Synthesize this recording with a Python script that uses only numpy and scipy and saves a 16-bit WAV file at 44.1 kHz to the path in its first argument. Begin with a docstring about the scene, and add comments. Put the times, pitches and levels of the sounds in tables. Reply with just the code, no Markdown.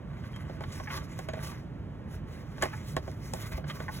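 """Seat belt webbing hisses, rasps and creaks as a hand threads it in short pulls through a child seat.
Its weave snags on the hollow plastic shell, which rings when knocked; now and then the metal tongue
clinks or the seat rocks with a thump. Heard from inside the car on two closely spaced microphones,
over the cabin's low rumble and soft hum."""
import sys
import numpy as np
from scipy import signal
from scipy.fft import rfft, irfft, next_fast_len
from scipy.io import wavfile
from scipy.ndimage import uniform_filter1d, map_coordinates

SR = 44100
rng = np.random.default_rng(int(sys.argv[2]) if len(sys.argv) > 2 else 0)


def to_wav(sig):
    """Store sig (one row per channel, or 1-D mono) as 16-bit WAV at the path in sys.argv[1].

    Samples outside -1..1 are clipped; the rate is SR.
    """
    pcm = np.clip(np.atleast_2d(sig), -1, 1) * 32767
    pcm = np.round(pcm).astype(np.int16)
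    wavfile.write(sys.argv[1], SR, pcm.T)  # frames by channels


N = 176400
T = np.arange(N) / SR
HIT_T = T[:SR // 6]  # seconds into one short sound


# Fibres sliding. Each row: frequency in Hz, relative noise density in dB.
HISS_SPECTRUM = [(1500, -0.5), (3000, 2.5), (5500, 5), (8500, -0.5), (10500, 0.5), (15500, -3.5)]
# The weave on the shell's edge. Each row: frequency in Hz, relative noise density in dB.
RASP_SPECTRUM = [(250, -15.5), (570, -0.5), (740, -14), (1000, 2), (1750, -0.5), (2200, 1.5), (2800, -7),
                 (4000, -9.5), (14000, -54)]
# The hiss dulls and brightens. Each row: time in seconds, gain of its top treble in dB.
HISS_TREBLE = [(1.45, -1.5), (2.65, -1), (3.4, 4), (3.95, 0.5)]

def webbing(jerks_per_s=17.4, hiss_jerk_db=3, rasp_jerk_db=1, treble_hz=11000):
    """With each pull the fibres hiss, and the weave snags jerkily on the shell and stirs its modes."""
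    hiss_power, rasp_power = pull_power()
    jerk = drift(jerks_per_s)
    fibres = grains(per_s=14000, spread_db=2) * amp(hiss_jerk_db * jerk)
    fibres = unit(colour(fibres, HISS_SPECTRUM))
    treble = signal.sosfilt(signal.butter(2, treble_hz, "high", fs=SR, output="sos"), fibres)
    treble = signal.sosfilt(signal.butter(2, treble_hz, "high", fs=SR, output="sos"), treble[::-1])[::-1]
    treble_gain = amp(np.interp(T, *np.transpose(HISS_TREBLE)))
    hiss = flutter(fibres + (treble_gain - 1) * treble)
    snags = grains(per_s=900, spread_db=2.8) * amp(rasp_jerk_db * jerk)
    snags = unit(colour(snags, RASP_SPECTRUM))
    ring = unit(signal.fftconvolve(snags, shell())[:N])
    return np.sqrt(hiss_power) * hiss + np.sqrt(rasp_power) * flutter(snags + ring)


# Pulls on the belt. Each row: start, fastest moment and end in seconds, hiss and rasp levels in dB.
BELT_PULLS = [(0, 0.194, 0.27, -73, -58), (0.19, 0.261, 0.33, -60.5, -51.5), (.26, 0.358, 1.9, -66, -54.5),
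              (0.608, 0.754, 0.95, -52.5, -50.5), (0.858, 0.955, 1.014, -42, -39),
              (0.95, 0.986, 1.1, -49.5, -47.5), (1.035, 1.178, 1.33, -55.5, -55.5),
              (1.266, 1.365, 1.51, -63.5, -50.5), (1.356, 1.458, 1.676, -49.5, -47),
              (2.048, 2.15, 2.214, -57.5, -53.5), (2.25, 2.33, 2.556, -58, -56),
              (2.363, 2.68, 3.24, -58.5, -54.5), (2.607, 2.621, 2.763, -50, -39.5),
              (2.756, 2.862, 3.05, -53.5, -61), (2.994, 3.035, 3.26, -59, -58),
              (3.177, 3.24, 3.45, -54.5, -56), (3.3, 3.405, 3.592, -52.5, -50),
              (3.505, 3.526, 3.65, -51, -43), (3.638, 3.71, 3.75, -51.5, -45),
              (3.698, 3.767, 4, -52.5, -50), (3.895, 3.939, 4.24, -50, -51)]

def pull_power():
    """The power of hiss and rasp swells and fades with the speed of each pull."""
    power = np.zeros((2, N))
    for start, fastest, end, hiss_db, rasp_db in BELT_PULLS:
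        now = slice(*np.searchsorted(T, [start, end]))
        speed = np.sin(np.interp(T[now], [start, fastest, end], [0, np.pi / 2, 0])) ** 2.2
        power[:, now] += (amp([[hiss_db], [rasp_db]]) * speed) ** 2
    return power


def flutter(x, depth_db=3, per_s=22, per_octave=3):
    """The contact patch keeps shifting, so each region of pitch swells and sinks by chance."""
    f, t, spectra = signal.stft(x, SR, nperseg=512)
    octaves = np.log2(np.maximum(f / f[1], 1))
    grid = np.meshgrid(per_octave * octaves, per_s * t, indexing="ij")
    chance = rng.standard_normal([int(axis.max()) + 2 for axis in grid])
    gain = amp(depth_db * map_coordinates(chance, grid, order=1))
    return unit(signal.istft(spectra * gain)[1][:N])


# Taut webbing in the slot. Each row: start and length in seconds, level in dB, slips per second,
# upper band edge in Hz.
SLOT_CREAKS = [(.873, 0.02, -38, 430, 2280), (.903, 0.02, -36.5, 320, 2750), (2.732, 0.018, -39, 445, 2140),
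               (3.699, 0.021, -38, 610, 3820), (3.882, 0.02, -34.5, 192, 1920)]

def creaks(jitter=0.12, low_hz=900):
    """The webbing sticks and slips in a short, nearly regular run that rings the shell."""
    out = np.zeros(N)
    for start, length, db, rate, high_hz in SLOT_CREAKS:
        cycles = np.cumsum(rate * (1 + jitter * drift(rate)[:len(HIT_T)])) / SR
        fade = np.sqrt(np.clip(1 - HIT_T / length, 0, 1))
        slips = np.diff(np.floor(cycles), prepend=-1) * fade
        ring = signal.fftconvolve(slips, shell())[:len(HIT_T)]
        band = signal.butter(3, [low_hz, high_hz], "band", fs=SR, output="sos")
        creak = signal.sosfilt(band, unit_hit(slips) + unit_hit(ring) / 2)
        add(out, start, amp(db) * unit_hit(creak))
    return out


# Knocks on the child seat. Each row: start in seconds, relative levels of hollow body, clack and snap
# in dB, pitch favoured by the struck spot in Hz.
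SHELL_KNOCKS = [(0.361, -59, -43, -54.5, 3160), (.496, -39.5, -48, -72, 545),
                (.607, -38.5, -39.5, -59.5, 850), (.637, -44, -37.5, -61, 1090),
                (.799, -39.5, -38, -68, 1090), (1.19, -37.5, -36, -45.5, 726),
                (1.287, -35, -29, -50.5, 650), (1.335, -36, -37, -53, 640), (1.371, -40.5, -49, -71, 640),
                (2.581, -50, -41, -68, 600), (2.624, -31.5, -24, -30.5, 1780),
                (2.6287, -28, -25.5, -55, 410), (2.6365, -31, -33, -40.5, 855),
                (2.655, -33.5, -35, -50, 760), (2.966, -27, -26.5, -39.5, 1090),
                (3.077, -36, -44, -61, 550), (3.115, -74, -49, -56.5, 580),
                (3.336, -33.5, -38.5, -35.5, 497), (3.58, -35.5, -51, -70, 560),
                (3.641, -44, -43, -78, 1460), (3.802, -38, -36, -66, 1530)]
# The shell's crowded modes. Each row: frequency in Hz, relative noise density in dB.
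CROWD_SPECTRUM = [(150, 4), (330, 3), (750, 6), (1300, -3.5), (1800, -3), (2600, -11.5), (5000, -13.5),
                  (9000, -68)]
# The snap of contact. Each row: frequency in Hz, relative noise density in dB.
SNAP_SPECTRUM = [(1500, -11.5), (3500, 1), (6500, 1), (8400, 3.5), (11000, -2.5), (15500, -11)]

def knocks(body_hz=606, clack_hz=1650, build_s=0.0006, snap_s=0.0014):
    """A hard contact snaps and sets the hollow shell ringing."""
    out = np.zeros(N)
    build = 1 - np.exp(-HIT_T / build_s)
    snap_fade = np.exp(-HIT_T / snap_s) + amp(-16.5) * decay(t60_s=0.12)
    for start, body_db, clack_db, snap_db, spot_hz in SHELL_KNOCKS:
        crowd_noise, snap_noise = rng.standard_normal((2, len(HIT_T)))
        crowd = colour(crowd_noise * decay(t60_s=0.08) * build, CROWD_SPECTRUM)
        body = unit_hit(unit_hit(shell(spot_hz) * build) + amp(-3.5) * unit_hit(crowd))
        add(out, start, amp(1) * colour(body, [(body_hz, body_db), (clack_hz, clack_db)]))
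        snap = colour(snap_noise * snap_fade, SNAP_SPECTRUM)
        add(out, start, amp(snap_db - 1) * unit_hit(snap))
    return out


# Modes of the plastic shell. Each row: frequency in Hz, relative level in dB.
SHELL_MODES = [(368, -4.5), (530, -6), (640, 0.5), (765, -1), (850, -2), (1090, -4.5), (1165, -12.5),
               (1505, -3), (1705, -5), (1970, -6.5), (2190, -4.5), (3200, -7)]

def shell(spot_hz=None, favour_db=8.5, favour_octaves=0.15, grip_detune=0.008):
    """The shell rings; a struck spot favours modes near one pitch, and the grip shifts them a little."""
    hz, db = np.transpose(SHELL_MODES)
    if spot_hz:
        db = db + favour_db * np.exp(-(np.log2(hz / spot_hz) / favour_octaves) ** 2)
    hz = hz * (1 + grip_detune * rng.standard_normal(len(hz)))
    return ringing(hz, db, t60_s=0.051 * (1000 / hz) ** 0.76)  # high modes die sooner


# Clinks of the belt's tongue. 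Each row: start in seconds, level in dB, strongest mode in Hz.
TONGUE_CLINKS = [(0.34, -54.5, 3200), (1.288, -58.5, 6645), (1.336, -68, 7190)]
# The tongue's modes. Each entry: frequency in Hz.
TONGUE_MODES = [3200, 6645, 7190]

def tongue(other_modes_db=-19):
    """The metal tongue rings briefly when the belt jolts it, mostly in one mode."""
    out, hz = np.zeros(N), np.array(TONGUE_MODES)
    for start, db, main_hz in TONGUE_CLINKS:
        levels = np.where(hz == main_hz, 0, other_modes_db)
        add(out, start, amp(db) * unit_hit(ringing(hz, levels, t60_s=[0.18])))
    return out


# Low thumps under the child seat. Each row: start in seconds, level in dB, frequency in Hz.
SEAT_THUMPS = [(2.206, -37, 72.6), (3.538, -26.5, 64)]

def thumps(rise_s=0.013):
    """The seat rocks on its cushion for a few slow cycles."""
    out, age = np.zeros(N), HIT_T / rise_s
    swell = (age * np.exp(1 - age)) ** 2
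    for start, db, hz in SEAT_THUMPS:
        add(out, start, amp(db) * swell * np.sin(2 * np.pi * hz * HIT_T))
    return out


# Room tone inside the car. Each row: frequency in Hz, relative noise density in dB.
CABIN_SPECTRUM = [(28, -36.5), (45, -3.5), (100, 0.5), (165, -2.5), (280, -11.5), (400, -18), (1000, -25),
                  (1600, -29.5), (3200, -41), (6000, -53), (15000, -62.5)]

def cabin(hum_hz=146.05, hum_width_hz=6.5):
    """A steady low rumble and a wavering hum fill the cabin."""
    phase = 2 * np.pi * hum_hz * T
    hum = unit(drift(hum_width_hz) * np.cos(phase) + drift(hum_width_hz) * np.sin(phase))
    rumble = unit(colour(rng.standard_normal(N), CABIN_SPECTRUM))
    return amp(-40.5) * rumble + amp(-47.5) * hum


# Arrival at the microphone pair. Each row: frequency in Hz, phase lead of the left side in radians.
LEFT_LEAD = [(0, -0.3), (800, 1.51), (1300, 0.53), (2700, 1.5), (3800, 1.71), (4700, 3), (16000, 20.5)]
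# Balance across the pair. Each row: frequency in Hz, left minus right in dB.
LEFT_BALANCE = [(45, 0.5), (350, -6), (700, -4), (1300, -1), (4400, -0.15)]
# Reflections from all round the cabin. Each row: frequency in Hz, level against the direct sound in dB.
REFLECTIONS = [(150, -30), (500, -14), (1500, -17)]

def microphones(x):
    """Sound reaches the left of the close pair first; short cabin reflections differ on each side."""
    n = next_fast_len(N + SR // 4, real=True)
    f, spectrum = np.fft.rfftfreq(n, 1 / SR), rfft(x, n)
    lead = np.interp(f, *np.transpose(LEFT_LEAD))
    diffuse = amp(at_hz(REFLECTIONS, f))
    channels = []
    for side in (1, -1):  # left, right
        echoes = rng.standard_normal(len(HIT_T)) * decay(t60_s=0.034)
        path = np.exp(0.5j * side * lead) + diffuse * rfft(echoes / np.linalg.norm(echoes), n)
        balance = amp(side * at_hz(LEFT_BALANCE, f) / 2)
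        channels.append(irfft(spectrum * path * balance, n)[:N])
    return np.array(channels)


def amp(db):
    """Decibels to gain."""
    return 10 ** (np.asarray(db) / 20)


def decay(t60_s):
    """A fade that falls 60 dB in t60_s."""
    return amp(-60 * HIT_T / t60_s)


def unit(x):
    """Scale to rms 1."""
    return x / np.sqrt(np.mean(x ** 2) + 1e-20)


def unit_hit(x):
    """Scale so that the loudest 7 ms have rms 1."""
    return x / np.sqrt(uniform_filter1d(x ** 2, size=300, mode="constant").max() + 1e-20)


def at_hz(points, hz):
    """Read a table on a log-frequency axis."""
    f, values = np.transpose(points)
    return np.interp(np.log(np.maximum(hz, 1)), np.log(f), values)


def colour(x, points):
    """Causal (minimum-phase) filter following a table of (Hz, dB)."""
    n = 2 * next_fast_len(len(x) // 2 + 1024, real=True)
    gain = amp(at_hz(points, np.fft.rfftfreq(n, 1 / SR)))
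    cepstrum = irfft(np.log(gain))
    cepstrum[1:n // 2] *= 2
    cepstrum[n // 2 + 1:] = 0
    return irfft(rfft(x, n) * np.exp(rfft(cepstrum)))[:len(x)]


def drift(rate_hz):
    """Random wander with rms 1, mostly slower than rate_hz."""
    f = np.fft.rfftfreq(N, 1 / SR)
    return unit(irfft(rfft(rng.standard_normal(N)) / (1 + (f / rate_hz) ** 2), N))


def grains(per_s, spread_db):
    """Random tiny clicks of uneven size, rms 1."""
    sizes = amp(spread_db * np.minimum(rng.exponential(1, N), 5)) * rng.choice([-1, 1], N)
    return unit(sizes * (rng.random(N) < per_s / SR))


def ringing(hz, db, t60_s):
    """Decaying sines, each starting in a phase of its own."""
    phase = rng.uniform(0, 2 * np.pi, (len(hz), 1))
    sines = np.sin(2 * np.pi * np.c_[hz] * HIT_T + phase)
    return np.sum(amp(np.c_[db]) * decay(np.c_[t60_s]) * sines, axis=0)


def add(out, start_s, x):
    """Mix x in at start_s."""
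    i = int(np.clip(start_s * SR, 0, N - 1))
    out[i:i + len(x)] += x[:N - i]


def scene():
    """Belt, seat and cabin at the pair; some rustle, clatter and rumble scatter in from the sides."""
    direct = microphones(webbing() + knocks() + creaks() + tongue() + thumps() + cabin())
    scattered = amp(-11) * (webbing() + knocks() + cabin() / 2)
    return direct + scattered * [[1], [-1]]  # opposite polarity left and right


def record(dry, cutoff_hz=16100):
    """A steep low-pass cuts the highest treble."""
    return signal.sosfilt(signal.ellip(10, 0.1, 80, cutoff_hz, fs=SR, output="sos"), dry)


dry = scene()
out = record(dry)
to_wav(out)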